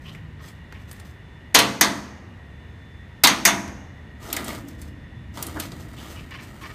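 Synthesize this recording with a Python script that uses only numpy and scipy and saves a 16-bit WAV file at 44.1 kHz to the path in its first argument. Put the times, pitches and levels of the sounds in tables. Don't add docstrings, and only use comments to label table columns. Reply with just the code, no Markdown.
import sys
import numpy as np
from scipy import signal
from scipy.fft import rfft, irfft
from scipy.io import wavfile
from scipy.ndimage import uniform_filter1d

SR = 44100
rng = np.random.default_rng(int(sys.argv[2]) if len(sys.argv) > 2 else 0)


def unload_wav(signal):
    wavfile.write(
        sys.argv[1],
        SR,
        np.round(np.clip(np.atleast_2d(signal).T, -1, 1) * 32767).astype(np.int16),
    )


N = 297234


def amp(db):
    return 10 ** (np.asarray(db) / 20)


def unit(x):
    return x / np.sqrt(np.mean(x ** 2) + 1e-20)


def read(points, hz, column=1):
    table = np.array(points, float)
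    return np.interp(np.log(hz + 1), np.log(table[:, 0]), table[:, column])


def curve(rows):
    times, *columns = np.transpose(rows)
    return np.squeeze([np.interp(np.arange(N) / SR, times, column) for column in columns])


def add(mix, start_s, sound):
    part = mix[max(round(start_s * SR), 0):][:len(sound)]
    part += sound[:len(part)]


def peak(hz, centre_hz, db, octaves=0.41):
    return db * np.exp(-(np.log2((hz + 1) / centre_hz) / octaves) ** 2)


def colour(x, points, peak_hz=1000, peak_db=0):
    hz = np.fft.rfftfreq(len(x), 1 / SR)
    return unit(irfft(rfft(x) * amp(read(points, hz) + peak(hz, peak_hz, peak_db)), len(x)))


def lowpass(x, top_hz, order):
    return signal.sosfilt(signal.butter(order, top_hz, fs=SR, output="sos"), x)


def resonate(x, hz, width_hz):
    r = np.exp(-np.pi * width_hz / SR)
    return 2 * signal.lfilter([1 - r], [1, -r * np.exp(2j * np.pi * hz / SR)], x).real


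def band(size, hz, width_hz):
    f = np.fft.rfftfreq(size, 1 / SR)
    return unit(irfft(rfft(rng.standard_normal(size)) / (1 + ((f - hz) / (width_hz * .78)) ** 2), size))


def wander(rate_hz):
    f = np.fft.rfftfreq(N, 1 / SR)
    return unit(irfft(rfft(rng.standard_normal(N)) * np.exp(-(f / rate_hz) ** 2) * (f > 0), N))


def tone(hz):
    return unit(np.sin(2 * np.pi * np.cumsum(hz) / SR))


def dying(t60):
    return np.exp(-np.log(1000) * np.arange(3 * SR // 2) / SR / t60)


# pitch_hz, level_db
AIR_COLOUR = [(20, -37), (40, -14), (76, 0), (125, -7), (220, -12.5), (400, -21.5), (560, -25.5),
              (1300, -30), (1880, -27), (2150, -29), (2900, -35.5), (3250, -38.5), (3800, -38),
              (4700, -46.5), (8000, -52.5), (15500, -61.5)]
# time_s, gain_db
HUM_SWELL = [(0, 2), (.8, 1), (1.3, -1.5), (1.9, -1.5), (3.1, 1), (4.7, 2.5), (5.7, 6), (6.1, 2)]


def hum(air_db=-42.5, hum_top_hz=300):
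    air = amp(air_db) * colour(rng.standard_normal(N), AIR_COLOUR)
    low = lowpass(air, hum_top_hz, order=2)
    hiss = air - low
    return low * amp(curve(HUM_SWELL)) + hiss


# pitch_hz, width_hz, level_db
WHIRS = [(950, 80, -68), (1900, 110, -58.5), (2873, 110, -68)]


def whir(waver_db=2):
    return sum(amp(db + waver_db * wander(8)) * band(N, hz, width) for hz, width, db in WHIRS)


# pitch_hz, level_db
HIGH_TONES = [(1815, -63.5), (3505, -69), (5216, -85.5), (6417, -86.5)]
# time_s, gain_db
HIGH_TONE_SWELL = [(0, -7), (1.1, 2), (2.35, -6), (2.6, 3.5), (4.9, 0.5), (5.1, 2), (6.7, -25)]


def high_tones(pitch_jitter=.0025, waver_db=1.66):
    out = np.zeros(N)
    for hz, db in HIGH_TONES:
        level = amp(db + waver_db * (wander(25) + wander(4.4)))
        out += level * tone(hz * (1 + pitch_jitter * wander(40)))
    return out * amp(curve(HIGH_TONE_SWELL))


# time_s, pitch_hz, level_db
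DRONE = [(0, 156, -47), (.3, 154.2, -43.5), (.5, 140.2, -54.5), (.9, 141.4, -66), (1.2, 142, -75)]


def drone(waver_db=2):
    hz, db = curve(DRONE)
    return amp(db + waver_db * wander(18)) * tone(hz)


def friction(points, slips_per_s, spread_db, clump_db, ring_db, ring_t60, slip_t60=0.0044):
    size_db = spread_db * np.minimum(rng.exponential(1, N), 4) + clump_db * wander(51)
    size = amp(size_db) * rng.standard_normal(N)
    slips = size * (rng.random(N) < slips_per_s / SR)
    fades = dying(slip_t60), dying(ring_t60)
    burst, ring = (unit(fade * rng.standard_normal(len(fade))) for fade in fades)
    return colour(signal.fftconvolve(slips, burst + amp(ring_db) * ring)[:N], points)


def stroke(start_s, length_s, rise_s, fade_db_per_s):
    t = np.maximum(np.arange(N) / SR - start_s, 0)
    return np.minimum(t / rise_s, 1) * amp(-fade_db_per_s * np.maximum(t - length_s, 0))


# start_s, length_s, level_db
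RUSTLES = [(0, .14, -57), (0.405, 0.089, -51.5), (0.724, 0.1, -61), (.87, .21, -56), (4.21, 0.18, -46.5),
           (4.439, 0.054, -41.5), (4.663, 0.027, -50.5), (4.778, 0.034, -48.5), (5.336, 0.086, -48.5),
           (5.587, 0.029, -38), (5.782, 0.023, -48.5), (5.97, 0.18, -48.5), (6.394, 0.054, -54),
           (6.604, 0.024, -45.5)]
# pitch_hz, level_db
RUSTLE_COLOUR = [(1000, 9.5), (3500, 6), (7500, 3.5), (10400, -1), (12500, 1), (15500, -9)]


def cloth(rise_s=.018, fade_db_per_s=182):
    level = sum(amp(db) * stroke(start, length, rise_s, fade_db_per_s) for start, length, db in RUSTLES)
    rustle = friction(RUSTLE_COLOUR, slips_per_s=1400, spread_db=-1, clump_db=3,
                      ring_db=-1, ring_t60=0.28)
    return level * rustle


# start_s, length_s, level_db, rasp_hz
SCUFFS = [(0.04, 0.044, -46, 2900), (0.386, .08, -49, 1380), (0.704, .06, -52.5, 2210),
          (5.963, 0.036, -45, 3160), (6.147, 0.046, -46, 2500), (6.303, 0.059, -38, 2000),
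          (6.608, 0.046, -37.5, 1750)]
# pitch_hz, level_db
GRIT_COLOUR = [(150, -9), (550, -2.5), (1100, 5), (1500, -5.5), (2200, 0), (3200, 3), (5500, -6),
               (8000, -26), (15500, -28)]


def shoes(rasp_db=2, rasp_width_hz=1200, rise_s=0.02, fade_db_per_s=157):
    grit = friction(GRIT_COLOUR, slips_per_s=2500, spread_db=4, clump_db=3.5,
                    ring_db=4.5, ring_t60=0.097)
    out = np.zeros(N)
    for start_s, length_s, db, hz in SCUFFS:
        rasp = unit(resonate(resonate(grit, hz, rasp_width_hz), hz, rasp_width_hz))
        level = amp(db) * stroke(start_s, length_s, rise_s, fade_db_per_s)
        out += level * unit(grit + amp(rasp_db) * rasp)
    return out


# pitch_hz, level_db
CRACK_COLOUR = [(150, -25), (900, -3.5), (2000, -4), (3200, -1), (6500, 0), (8500, -1.5), (10400, -5),
                (11800, -0.5), (15500, -4)]


def crack(t60, peak_hz, peak_db, tilt_db_per_octave=0):
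    fade = dying(t60)[:SR // 5]
    tilted = [(hz, db + tilt_db_per_octave * np.log2(hz)) for hz, db in CRACK_COLOUR]
    return fade * colour(rng.standard_normal(len(fade)), tilted, peak_hz, peak_db)


# pitch_hz, level_db, ring_t60_s, tail_t60_s
STEEL_RING = [(70, -28, .4, 1.3), (140, -11.5, 0.52, 1.3), (287, -5, 0.95, 0.73), (470, -10, 0.15, 2.1),
              (930, -2.5, 0.4, 1.2), (1900, -5.5, 0.34, 1.1), (2800, -2.5, 0.26, .75),
              (4000, -3, 0.25, .65), (6400, -7.5, 0.09, 0.75), (7240, -8, 0.1, 0.53), (9500, -8, 0.13, 0.5),
              (10300, -14, 0.098, 0.38), (11400, -13.5, 0.14, 0.57), (15500, -22.5, .12, .42)]


def steel(clang_hz, clang_db, tilt_db_per_octave=0, tail_db=-17, uneven_db=2.5):
    hz, t, noise = signal.stft(rng.standard_normal(SR), SR, nperseg=512, noverlap=384)
    ripple = uneven_db * rng.standard_normal(len(hz)) * np.minimum(hz / 2000, 1)
    tilt = tilt_db_per_octave * np.log2(np.maximum(hz, 500))
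    shape = unit(amp(read(STEEL_RING, hz) + ripple + peak(hz, clang_hz, clang_db) + tilt))
    ring, tail = (np.exp(-np.log(1000) * t / read(STEEL_RING, hz, k)[:, None]) for k in (2, 3))
    ringing = noise * shape[:, None] * np.hypot(ring, amp(tail_db) * tail)
    return signal.istft(ringing, SR, nperseg=512, noverlap=384)[1][:SR]


# pitch_hz, upper_latch_db, lower_latch_db
DOOR_NOTES = [(131.8, -8, -12), (188.8, -10, -9), (206.3, -7, -7), (248, -10, -11), (269.3, -1, -13.5),
              (282, -2, -6), (298, -7, -12.5), (330, -5, -10.5), (443, 0, -28), (490, -1.5, -24),
              (548, -0.5, -16), (614, 1, -9.5), (645, -10, -10), (685, -2.5, -2.5), (790, -13, -12.5),
              (870, -5.5, -7), (974, -3, 1.5), (1057, -9, -15), (1154, -0.5, -5), (1223, -13.5, -4),
              (1510, -5.5, -12.5), (1705, -3.5, -14.5), (1932, -1, -7.5), (2030, -3.5, 1), (3440, -4, -2.5),
              (3610, -7.5, 1), (4220, -4, -6), (4500, -14.5, -1), (5670, -5.5, -17.5)]


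def door_boom(spot, spread_db=1, swell_s=0.00067):
    t = np.arange(len(dying(1))) / SR
    notes = np.zeros(len(t))
    for hz, upper_db, lower_db in DOOR_NOTES:
        db = np.interp(spot, [0, 1], [upper_db, lower_db]) + spread_db * rng.standard_normal()
        t60 = min(1.1, .45 * (1000 / hz) ** .55)
        notes += amp(db) * dying(t60) * np.sin(2 * np.pi * (hz * t + rng.random()))
    return notes * (1 - np.exp(-t / swell_s))


# start_s, level_db, boom_db, tilt_db_per_octave, clang_hz, clang_db
KNOCKS = [(0.094, -48, -20, -8, 3680, 20), (0.149, -45.5, -22, -6.5, 2130, 15.5),
          (.7245, -44, -12, -7, 1870, 11.5), (0.9132, -43.5, -24, -2, 9400, 10),
          (.9290, -47, -18, 15, 9000, 8), (.9990, -47.5, -18, -5, 9060, 11),
          (3.6780, -40.5, -20.5, -8, 9000, 7), (4.3022, -42, -10, -3, 4000, 11),
          (4.328, -24.5, -19, 1, 12800, 6.5), (4.3654, -25, -16, 5.5, 12200, -7),
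          (4.3690, -29.5, 5, -5.5, 1950, 15.5), (4.445, -39, -16, 4, 9000, 11),
          (4.481, -34, -9, 0, 1200, 6), (4.505, -41, -17, -10, 2100, 24), (4.6847, -46, -11, 7, 6000, 7),
          (4.8165, -46, 8, 2, 9000, 9), (5.3732, -37.5, 5, -3, 902, 13), (5.4259, -27.5, -19, 4, 9100, 5),
          (5.467, -34.5, -16, 4, 8900, 8), (5.599, -27, -8, 2, 7000, -1.5),
          (5.719, -42, -24, -4.5, 4150, 8), (6.309, -49, -20, -3, 2180, 14)]


def knocks(ring_db=-6, tick_db=7, door_db=-21, tick_t60=0.031):
    out, boom = np.zeros(N), door_boom(spot=0.97)
    for start_s, db, boom_db, tilt, clang_hz, clang_db in KNOCKS:
        add(out, start_s, amp(db + tick_db) * crack(tick_t60, clang_hz, clang_db, tilt))
        add(out, start_s, amp(db + ring_db - 0.35 * tilt) * steel(clang_hz, clang_db, tilt))
        add(out, start_s, amp(db + boom_db + door_db) * boom)
    return out


# start_s, spot (0 to 1), level_db, boom_db, clang_hz, clang_db, crack_db, ring_db
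LATCH_BLOWS = [(1.5442, 0.24, -21.5, -9, 3500, -7.5, -7, -14.5), (1.5475, 0.054, -7.5, 2, 3080, 1, 2.5, -2),
               (1.5886, 0.52, -13, 6, 2800, 3.5, 1, -11), (1.811, 0.68, -10.5, 5.5, 2900, -5, 5.5, -2.5),
               (3.2360, 0.85, -18, -17, 3540, -9.5, 5.5, -9.5), (3.2379, 0.91, -9, 4.5, 980, 3.5, 6.5, -11),
               (3.2478, 0.89, -15, -8.5, 4100, 13, 10.5, -13.5),
               (3.2716, 0.25, -15, -2.5, 3200, 0.5, 5, 1.5), (3.452, 0.7, -13, 3, 3400, -6, 8, 4.5),
               (3.4585, 0.95, -26, 1.5, 5500, 4.5, 18, -8.5),
               (3.4749, 0.92, -17, 10, 4000, -10.5, -24, -8.5)]
# pitch_hz, width_hz, level_db
LEVER_RING = [(1970, 370, 3), (5800, 440, -3), (6410, 450, 1.5)]


def latches(door_db=-20.5, lever_db=-6, lever_t60=.16, lever_tail_db=-21, lever_tail_t60=.7,
            crack_t60=0.032, chatter_db=1.6, chatter_t60=0.53):
    out = np.zeros(N)
    lever_fade = np.hypot(dying(lever_t60), amp(lever_tail_db) * dying(lever_tail_t60))
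    for start_s, spot, db, boom_db, clang_hz, clang_db, crack_db, ring_db in LATCH_BLOWS:
        lever = sum(amp(level) * band(len(lever_fade), hz, width) for hz, width, level in LEVER_RING)
        shake = unit(uniform_filter1d(rng.standard_normal(SR), size=110))
        chatter = amp(chatter_db * shake * dying(chatter_t60)[:SR])
        add(out, start_s, amp(db) * chatter * steel(clang_hz, clang_db))
        add(out, start_s, amp(db + crack_db) * crack(crack_t60, clang_hz, clang_db))
        add(out, start_s, amp(db + ring_db + lever_db) * lever * lever_fade)
        add(out, start_s, amp(db + boom_db + door_db) * door_boom(spot))
    return out


def rubbing(move):
    t = np.arange(N) / SR
    return amp(curve(move)) * (t > move[0][0]) * (t < move[-1][0])


# time_s, level_db
PULL = [(4.18, -65), (4.23, -44.5), (4.39, -33.5), (4.44, -39), (4.51, -33), (4.56, -37), (4.64, -53.5),
        (4.9, -68)]
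# time_s, level_db
SWING = [(5.32, -63), (5.38, -38), (5.54, -43.5), (5.62, -40), (5.68, -47), (5.85, -49), (6.1, -44.5),
         (6.3, -53.5), (6.74, -47)]
# pitch_hz, level_db
DRAG_COLOUR = [(90, -14.5), (270, 5.5), (450, 1), (800, 0), (1250, 0), (1700, -4.5), (1980, 2), (2400, -5),
               (4500, -10), (7000, -12), (10500, -18.5), (15500, -17)]


def door_drag(wobble_db=-2.5, wobble_top_hz=360, wobble_lag_s=0.15):
    effort = rubbing(PULL) + rubbing(SWING)
    scrape = friction(DRAG_COLOUR, slips_per_s=1500, spread_db=1, clump_db=0.54,
                      ring_db=-3, ring_t60=0.13)
    sway = signal.fftconvolve(rng.standard_normal(N), door_boom(spot=0.49) * dying(0.1))[:N]
    wobble = unit(lowpass(sway, wobble_top_hz, order=4))
    keep = np.exp(-1 / (wobble_lag_s * SR))
    built_up = np.sqrt(signal.lfilter([1 - keep], [1, -keep], effort ** 2))
    return effort * scrape + amp(wobble_db) * built_up * wobble


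def door_bump(start_s=5.561, level_db=-30.5, hollow_hz=307, hollow_db=6, hollow_t60=.13,
              swell_s=0.0026, thud_db=-1, thud_top_hz=1800, thud_t60=0.26):
    out, t = np.zeros(N), np.arange(len(dying(1))) / SR
    hollow = np.sin(2 * np.pi * hollow_hz * t) * (1 - np.exp(-t / swell_s)) * dying(hollow_t60)
    thud = unit(lowpass(rng.standard_normal(len(t)), thud_top_hz, order=8)) * dying(thud_t60)
    add(out, start_s, amp(level_db) * (amp(hollow_db) * hollow + amp(thud_db) * thud))
    return out


def scene():
    background = hum() + whir() + high_tones() + drone()
    person = cloth() + shoes()
    door = knocks() + latches() + door_drag() + door_bump()
    return (background + person + door)[None]


def record(dry, ceiling=0.82, knee=4, top_hz=15400):
    rounded = dry / (1 + abs(dry / ceiling) ** knee) ** (1 / knee)
    treble_cut = signal.firwin(401, top_hz, window=("kaiser", 8), fs=SR)
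    return signal.oaconvolve(rounded, treble_cut[None], "same")


dry = scene()
out = record(dry)
unload_wav(out)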